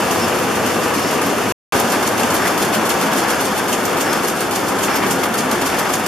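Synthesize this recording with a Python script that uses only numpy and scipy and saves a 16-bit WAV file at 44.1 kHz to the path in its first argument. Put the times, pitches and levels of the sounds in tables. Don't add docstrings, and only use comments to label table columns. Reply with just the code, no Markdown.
import sys
import numpy as np
from scipy import signal
from scipy.fft import rfft, irfft
from scipy.io import wavfile

SR = 44100
rng = np.random.default_rng(int(sys.argv[2]) if len(sys.argv) > 2 else 0)


def to_wav(s):
    ch = np.atleast_2d(s).T
    pcm = np.round(np.clip(ch, -1, 1) * 32767)
    wavfile.write(sys.argv[1], SR, pcm.astype(np.int16))


N = 267687
TIME = np.arange(N) / SR
FREQ = np.maximum(np.fft.rfftfreq(N, 1 / SR), 1)

PICK_S = .2762
REPEAT_S = 3 * PICK_S
BEHIND_END_S, FRONT_START_S = 1.522, 1.7225
BEHIND_BEAT_S, FRONT_BEAT_S = .1, 2.2924
IS_BEHIND = TIME < BEHIND_END_S


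def undb(db):
    return 10 ** (np.asarray(db) / 20)


def unit(x):
    return x / np.sqrt(np.mean(x ** 2))


def curves(rows):
    times, *columns = np.transpose(rows)
    return [np.interp(TIME, times, column) for column in columns]


def colour(points):
    hz, db = np.transpose(points)
    return undb(np.interp(np.log(FREQ), np.log(hz), db))


def resonance(hz, width_hz):
    return 1 / (1 + 1j * (FREQ ** 2 - hz ** 2) / (FREQ * width_hz))


def shape(x, response):
    return irfft(rfft(x) * response, N)


# f/Hz, level/dB
STEREO_WIDTH = [(60, -15), (110, -16), (200, -13.5), (380, -7.5), (700, -11), (1290, -9), (2380, -6),
                (4400, -8), (8120, -1), (15000, 1.5)]
def spread(mid, side, response):
    mid, side = shape(mid, response), shape(side, response * colour(STEREO_WIDTH))
    return np.array([mid + side, mid - side]) / np.std(mid)


def grains(grain_db):
    size = np.repeat(undb(grain_db * rng.standard_normal(N // 16 + 1)), 16)[:N]
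    return unit(rng.standard_normal((2, N)) * size)


def drift(rate_hz):
    return unit(shape(rng.standard_normal(N), 1 / (1 + (FREQ / rate_hz) ** 4)))


def burst(start, rise, decay):
    age = TIME - start
    return np.clip(age / rise, 0, 1) * np.exp(-np.clip((age - rise) / decay, 0, 20))


def strikes(per_second, decay_s, scatter_db):
    hits = rng.random(N) < per_second / SR
    energy = hits * undb(scatter_db * rng.standard_normal(N)) ** 2
    fading = signal.lfilter([1], [1, -np.exp(-2 / (decay_s * SR))], energy + 1e-18)
    return unit(np.sqrt(fading))


def add(out, t, sound):
    start = max(int(t * SR), 0)
    out[start:start + len(sound)] += sound


def pick_times(delay):
    offsets = delay + PICK_S * np.arange(-3, 15)
    behind, front = BEHIND_BEAT_S + offsets, FRONT_BEAT_S + offsets
    return np.concatenate([behind[(behind > -.1) & (behind < BEHIND_END_S)],
                           front[(front > FRONT_START_S) & (front < 6.2)]])


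def swing(period, depth_db, crest_s):
    beat = np.where(IS_BEHIND, BEHIND_BEAT_S, FRONT_BEAT_S)
    return depth_db * np.cos(2 * np.pi * (TIME - beat - crest_s) / period)


def echoes(x, fade_60db_s=0.63, echo_db=-4):
    tails = rng.standard_normal((2, SR)) * undb(-60 * TIME[:SR] / fade_60db_s)
    tails = tails + 2 * tails.mean(0)
    tails /= np.linalg.norm(tails, axis=1, keepdims=True)
    return x + undb(echo_db) * signal.fftconvolve(x[None], tails, axes=1)[:, :N]


# f/Hz, level/dB, time to fade by 60 dB/s
FRAME_TONES = [(175, -8.5, 0.06), (209.6, 2, 0.11), (263, 5.5, 0.12), (357.4, -3, 0.15), (506, -3.5, 0.044),
               (790.6, 2, 0.11), (969, 3.5, 0.057), (1209, 6.5, 0.047), (1499, 4.5, 0.04), (1711, -5, 0.25),
               (2744, -10.5, 0.19)]
def frame_ring(contact_s=.0015, detune=.045):
    hz, db, fade_60db_s = np.transpose(FRAME_TONES)[:, :, None]
    age = TIME[:SR // 6]
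    fades = undb(db - 60 * age / fade_60db_s) * (1 - np.exp(-age / contact_s))
    pitch = hz * (1 + detune * rng.standard_normal(hz.shape))
    turns = pitch * age + rng.random(hz.shape)
    return np.sum(fades * np.sin(2 * np.pi * turns), axis=0)


# t/s, level/dB
PICK_KNOCKS = [(.014, -1.5), (0.059, -3), (.105, -2), (.130, -3), (.174, -4), (.200, -1.5), (.222, -6),
               (.257, -3)]
def frame_knocks(jitter_s=.003):
    out = np.zeros(N + SR)
    for delay, db in PICK_KNOCKS:
        for t in pick_times(delay):
            add(out, t + jitter_s * rng.standard_normal(), undb(db) * frame_ring())
    return echoes(out[:N])


# f/Hz, level/dB
HALL_BEHIND = [(25, -31), (45, -27), (65, -18), (105, -3.5), (140, -7), (200, 0), (260, 0.5), (330, 0),
               (440, -3.5), (600, -7.5), (1200, -10), (1900, -17), (2900, -19.5), (3600, -30), (4700, -53)]
HALL_FRONT = [(25, -35), (45, -26), (66, -18), (100, -11.5), (140, -11), (190, -3.5), (265, -4),
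              (330, -2.5), (400, -3), (560, -4.5), (830, -4.5), (1450, -8), (1730, -11), (1930, -14.5),
              (2250, -14), (2500, -18), (3500, -20.5), (4700, -45)]
# f/Hz, width/Hz, level/dB
BODY_BANDS = [(262, 35, -3), (810, 90, -0.5), (1015, 40, 0), (1480, 45, 0.5), (1636, 39, -0.5),
              (2686, 58, 4.5)]
# t/s, rumble level/dB, roar level/dB
DIN_LEVELS = [(0, -23.5, -19), (1.5, -23, -19.5), (1.74, -19.5, -15.5), (1.87, -22.5, -19),
              (3.2, -23, -18.5), (3.65, -24.5, -20.5), (4.1, -22.5, -19), (4.35, -25, -21.5),
              (5.0, -21.5, -20), (5.35, -24.5, -20), (5.6, -23.5, -20), (6.05, -24.7, -21)]
def hall_din(split_hz=450, knock_db=-7.3):
    low_band = 1 / np.sqrt(1 + (FREQ / split_hz) ** 12)
    high_band = np.sqrt(1 - low_band ** 2)
    rumble_db, roar_db = curves(DIN_LEVELS)
    rumble_db += swing(PICK_S, depth_db=.19, crest_s=.12)
    roar_db += swing(PICK_S, depth_db=.47, crest_s=.22) + swing(REPEAT_S, depth_db=.2, crest_s=.17)
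    body = undb(sum(db * np.abs(resonance(hz, width)) ** 2 for hz, width, db in BODY_BANDS))
    knocks, out = frame_knocks(), 0
    for band, db in ((low_band, rumble_db), (high_band, roar_db)):
        behind = spread(*rng.standard_normal((2, N)), colour(HALL_BEHIND) * body * band)
        front = spread(*rng.standard_normal((2, N)), colour(HALL_FRONT) * body * band)
        near = undb(knock_db) * unit(shape(knocks, band))
        out += unit(np.where(IS_BEHIND, behind, front) + near) * undb(db)
    return out


# t/s, level/dB
HISS_LEVELS = [(0, -28.5), (1.5, -29), (1.75, -25.5), (2.1, -29), (3.3, -30), (4.4, -31.3), (6.05, -32)]
# f/Hz, level/dB
HISS_TONE = [(2500, -0.5), (3500, 3), (5200, 3), (7000, 1.5), (8500, -2), (13400, -4), (14600, -27)]
def far_hiss(flicker_db=1.0):
    surge_db = swing(REPEAT_S, depth_db=.98, crest_s=.11)
    db = curves(HISS_LEVELS)[0] + surge_db + flicker_db * drift(21)
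    return spread(*grains(grain_db=-0.5), colour(HISS_TONE)) * undb(db)


def cover_ripple(depth_db=1.4):
    reflections = rng.standard_normal(N) * ((TIME > .001) & (TIME < .006))
    return undb(depth_db * unit(rfft(reflections).real))


# f/Hz, level/dB
SPRAY_TONE = [(700, -12.5), (2000, 2.5), (3500, 4.5), (5000, 4), (6800, 4), (8500, 2.5), (13500, 0.7),
              (14600, -24)]
# t/s, rise/s, decay/s, level of an added harsh band/dB, right ear lag/s
SPRAY_BURSTS = [(.008, 0.0012, 0.043, -15, .00006), (0.041, 0.016, 0.03, -13, -.00001),
                (0.15, .016, .040, 5, .00005), (0.178, 0.0016, 0.029, -22, .00002)]
# t/s, then level/dB for each of the four
SPRAY_LEVELS = [(0, -26, -34, -39, -26), (1.499, -27.5, -28, -35, -31.5), (1.749, -24.5, -25.5, -31, -22),
                (3.0, -25.5, -20, -23, -25.5), (3.7, -24, -27, -30.5, -24.5),
                (4.4, -25.5, -21.5, -31.5, -23), (6.05, -25.5, -22.5, -33, -22.5)]
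def water_spray(harsh_hz=2400, harsh_width_hz=1800, scatter_db=.6, jitter_s=.001):
    harsh_band = np.abs(resonance(harsh_hz, harsh_width_hz))
    out = 0
    for (delay, rise, decay, harsh_db, lag), db in zip(SPRAY_BURSTS, curves(SPRAY_LEVELS)):
        times = pick_times(delay)
        chance = rng.standard_normal((len(times), 2))
        flow = sum(undb(scatter_db * louder) * burst(t + jitter_s * later, rise, decay)
                   for t, (louder, later) in zip(times, chance))
        tone = (colour(SPRAY_TONE) + undb(harsh_db) * harsh_band) * cover_ripple()
        left, right = spread(*grains(grain_db=2.4), tone)
        right = shape(right, np.exp(-2j * np.pi * FREQ * lag))
        sputter = strikes(per_second=1000, decay_s=.008, scatter_db=3)
        out += np.array([left, right]) * flow * sputter * undb(db)
    return out


def wire_ticks(front_db=-39, behind_db=-42):
    ticking = strikes(per_second=90, decay_s=.009, scatter_db=2.5)
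    noise = spread(*rng.standard_normal((2, N)), colour(SPRAY_TONE))
    return noise * ticking * undb(np.where(IS_BEHIND, behind_db, front_db))


def heald_rasp(db=-43, hz=2850, width_hz=600):
    return spread(*grains(grain_db=3), resonance(hz, width_hz) ** 2) * undb(db) * IS_BEHIND


# f/Hz, level behind/dB, level in front/dB
DRIVE_TONE = [(497, -36, -40)]
def drive_whine(wander=0.0017, flutter_db=4):
    out = 0
    for hz, behind_db, front_db in DRIVE_TONE:
        db = np.where(IS_BEHIND, behind_db, front_db) + flutter_db * drift(16)
        pitch = hz * (1 + wander * drift(9.4))
        out += undb(db) * np.sin(2 * np.pi * np.cumsum(pitch) / SR)
    return np.sqrt(2) * out


# f/Hz, width/Hz
STEEL_BANDS = [(2750, 860), (6700, 3400), (12200, 4500)]
# t/s, decay/s, low band level/dB, middle band level/dB, high band level/dB
STEEL_HITS = [(.111, 0.015, -33, -25, -30), (.662, 0.014, -38, -35, -38), (1.263, .012, -42, -36, -29),
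              (1.799, .008, -40, -25, -22), (1.899, .012, -36, -24, -33), (2.074, .010, -35, -23, -31),
              (2.177, .007, -36, -26, -32), (2.232, 0.0066, -22, -24, -38), (2.302, 0.0083, -32, -25, -36),
              (2.341, .009, -40, -30, -21), (2.579, 0.0087, -38, -28, -34), (2.747, 0.015, -24, -36, -31),
              (2.891, 0.0064, -38, -30, -21), (2.904, .012, -22, -28, -38), (3.132, .008, -40, -26, -32),
              (3.18, 0.018, -36, -30, -36), (3.292, .012, -30, -27, -34), (3.727, 0.021, -24, -22, -33),
              (3.852, .016, -36, -25, -27), (4.007, 0.025, -29, -23, -28), (4.284, 0.014, -34, -27, -29),
              (4.404, .007, -33, -32, -28), (4.554, 0.012, -29, -27, -38), (4.833, 0.022, -28, -23, -32),
              (4.956, .012, -38, -29, -24), (5.108, 0.022, -31, -23, -31), (5.233, .016, -39, -40, -32),
              (5.386, .018, -32, -23, -36), (5.66, .018, -37, -27.5, -33), (5.786, .016, -38, -33, -30),
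              (5.937, 0.016, -35, -23, -29)]
def steel_snaps(rise_s=.001):
    out = 0
    for band, (hz, width) in enumerate(STEEL_BANDS):
        hits = sum(undb(levels[band]) * burst(t, rise_s, decay) for t, decay, *levels in STEEL_HITS)
        out += spread(*grains(grain_db=1.5), resonance(hz, width) ** 2) * hits
    return out


# t/s, f/Hz, decay/s, level/dB
PANEL_HITS = [(0.124, 260, 0.032, -32), (.32, 360, .035, -28), (0.455, 261, .03, -32),
              (.642, 244, .03, -24), (.69, 320, .11, -26), (.959, 281, 0.021, -22.5),
              (1.149, 259, .03, -26), (1.23, 281.5, 0.027, -23.5), (1.407, 255, 0.044, -29),
              (1.735, 414, 0.022, -23), (1.815, 239, 0.027, -28), (2.216, 242, .04, -24.5),
              (2.641, 260, 0.04, -30), (2.687, 294, .03, -35), (3.02, 275, 0.036, -26),
              (3.13, 262, .04, -35), (3.64, 241, 0.027, -32), (3.974, 262, 0.025, -28.5),
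              (4.08, 259, 0.072, -29.5), (4.67, 270, 0.068, -26.5), (5.118, 264.6, 0.034, -23),
              (5.19, 370, 0.023, -24), (5.294, 229, 0.031, -28), (5.44, 258, .03, -25),
              (5.535, 357, .035, -27), (5.611, 265, 0.047, -25.5), (5.695, 267, .06, -29.5)]
def panel_thumps(swell_s=.015):
    age = TIME[:SR // 2]
    out = np.zeros(N + SR)
    for t, hz, decay, db in PANEL_HITS:
        swell = (1 - np.exp(-age / swell_s)) ** 2 * np.exp(-age / decay)
        hum = np.sqrt(2) * np.sin(2 * np.pi * (hz * age + rng.random()))
        add(out, t, undb(db) * swell / swell.max() * hum)
    return out[:N]


# t/s, half length/s, squeak level/dB, scrape level/dB
GUIDE_RUBS = [(0.23, 0.04, -30.5, -46), (0.703, 0.031, -38, -27), (1.062, 0.053, -33, -32),
              (2.442, 0.066, -36.5, -24), (3.292, 0.11, -38, -31), (4.1, 0.072, -33, -27),
              (4.943, 0.079, -35, -28), (5.78, 0.24, -42, -30)]
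def guide_squeaks(squeak_hz=5220, sag_hz_per_s=1500, rough_hz=270, right_lag_s=.00002):
    middles = np.array(GUIDE_RUBS)[:, 0]
    nearest_rub = np.searchsorted((middles[1:] + middles[:-1]) / 2, TIME)
    pitch = squeak_hz - sag_hz_per_s * (TIME - middles[nearest_rub])
    ear_lags = np.array([[0], [right_lag_s]])
    phase = 2 * np.pi * (np.cumsum(pitch) / SR - squeak_hz * ear_lags)
    squeak = drift(rough_hz) * np.cos(phase) + drift(rough_hz) * np.sin(phase)
    scrape = spread(*grains(grain_db=3), resonance(hz=1600, width_hz=1000) ** 2)
    out = 0
    for t, half_length, squeak_db, scrape_db in GUIDE_RUBS:
        swell = np.exp(-((TIME - t) / half_length) ** 2)
        out += (undb(squeak_db) * squeak + undb(scrape_db) * scrape) * swell
    return out


# t/s, decay/s, level/dB
COVER_HITS = [(1.925, .019, -21), (3.115, .019, -23), (4.875, .055, -19), (5.02, 0.04, -18.5),
              (5.226, 0.011, -16.5), (5.72, 0.024, -20), (5.85, 0.023, -22)]
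def cover_clacks(hz=1150, width_hz=1500, rise_s=.009):
    hits = sum(undb(db) * burst(t, rise_s, decay) for t, decay, db in COVER_HITS)
    return spread(*rng.standard_normal((2, N)), resonance(hz, width_hz) ** 2) * hits


def scene():
    ongoing = hall_din() + far_hiss() + water_spray() + wire_ticks() + heald_rasp() + drive_whine()
    return ongoing + steel_snaps() + panel_thumps() + guide_squeaks() + cover_clacks()


# f/Hz, level/dB
LEFT_LEAN = [(60, -3), (110, -1), (200, -2.5), (380, 3.5), (700, 1.5), (1290, 1.7), (2380, 1.0),
             (4400, 0.5), (8120, -0.5), (15000, -1.0)]
# f/Hz, width/Hz
TREBLE_DIPS = [(3940, 230), (7875, 240)]
def record(dry, low_hz=35, top_hz=14600):
    dips = np.prod([1 - resonance(hz, width) for hz, width in TREBLE_DIPS], axis=0)
    bass_cut = FREQ ** 2 / np.hypot(FREQ ** 2, low_hz ** 2)
    lean = np.sqrt(colour(LEFT_LEAN))
    sound = shape(dry, bass_cut * dips * np.array([lean, 1 / lean]))
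    audible = 1 - burst(BEHIND_END_S, .001, np.inf) + burst(FRONT_START_S, .0005, np.inf)
    treble_cut = signal.ellip(8, .2, 80, top_hz, fs=SR, output="sos")
    return signal.sosfilt(treble_cut, sound * audible)


dry = scene()
out = record(dry)
to_wav(out)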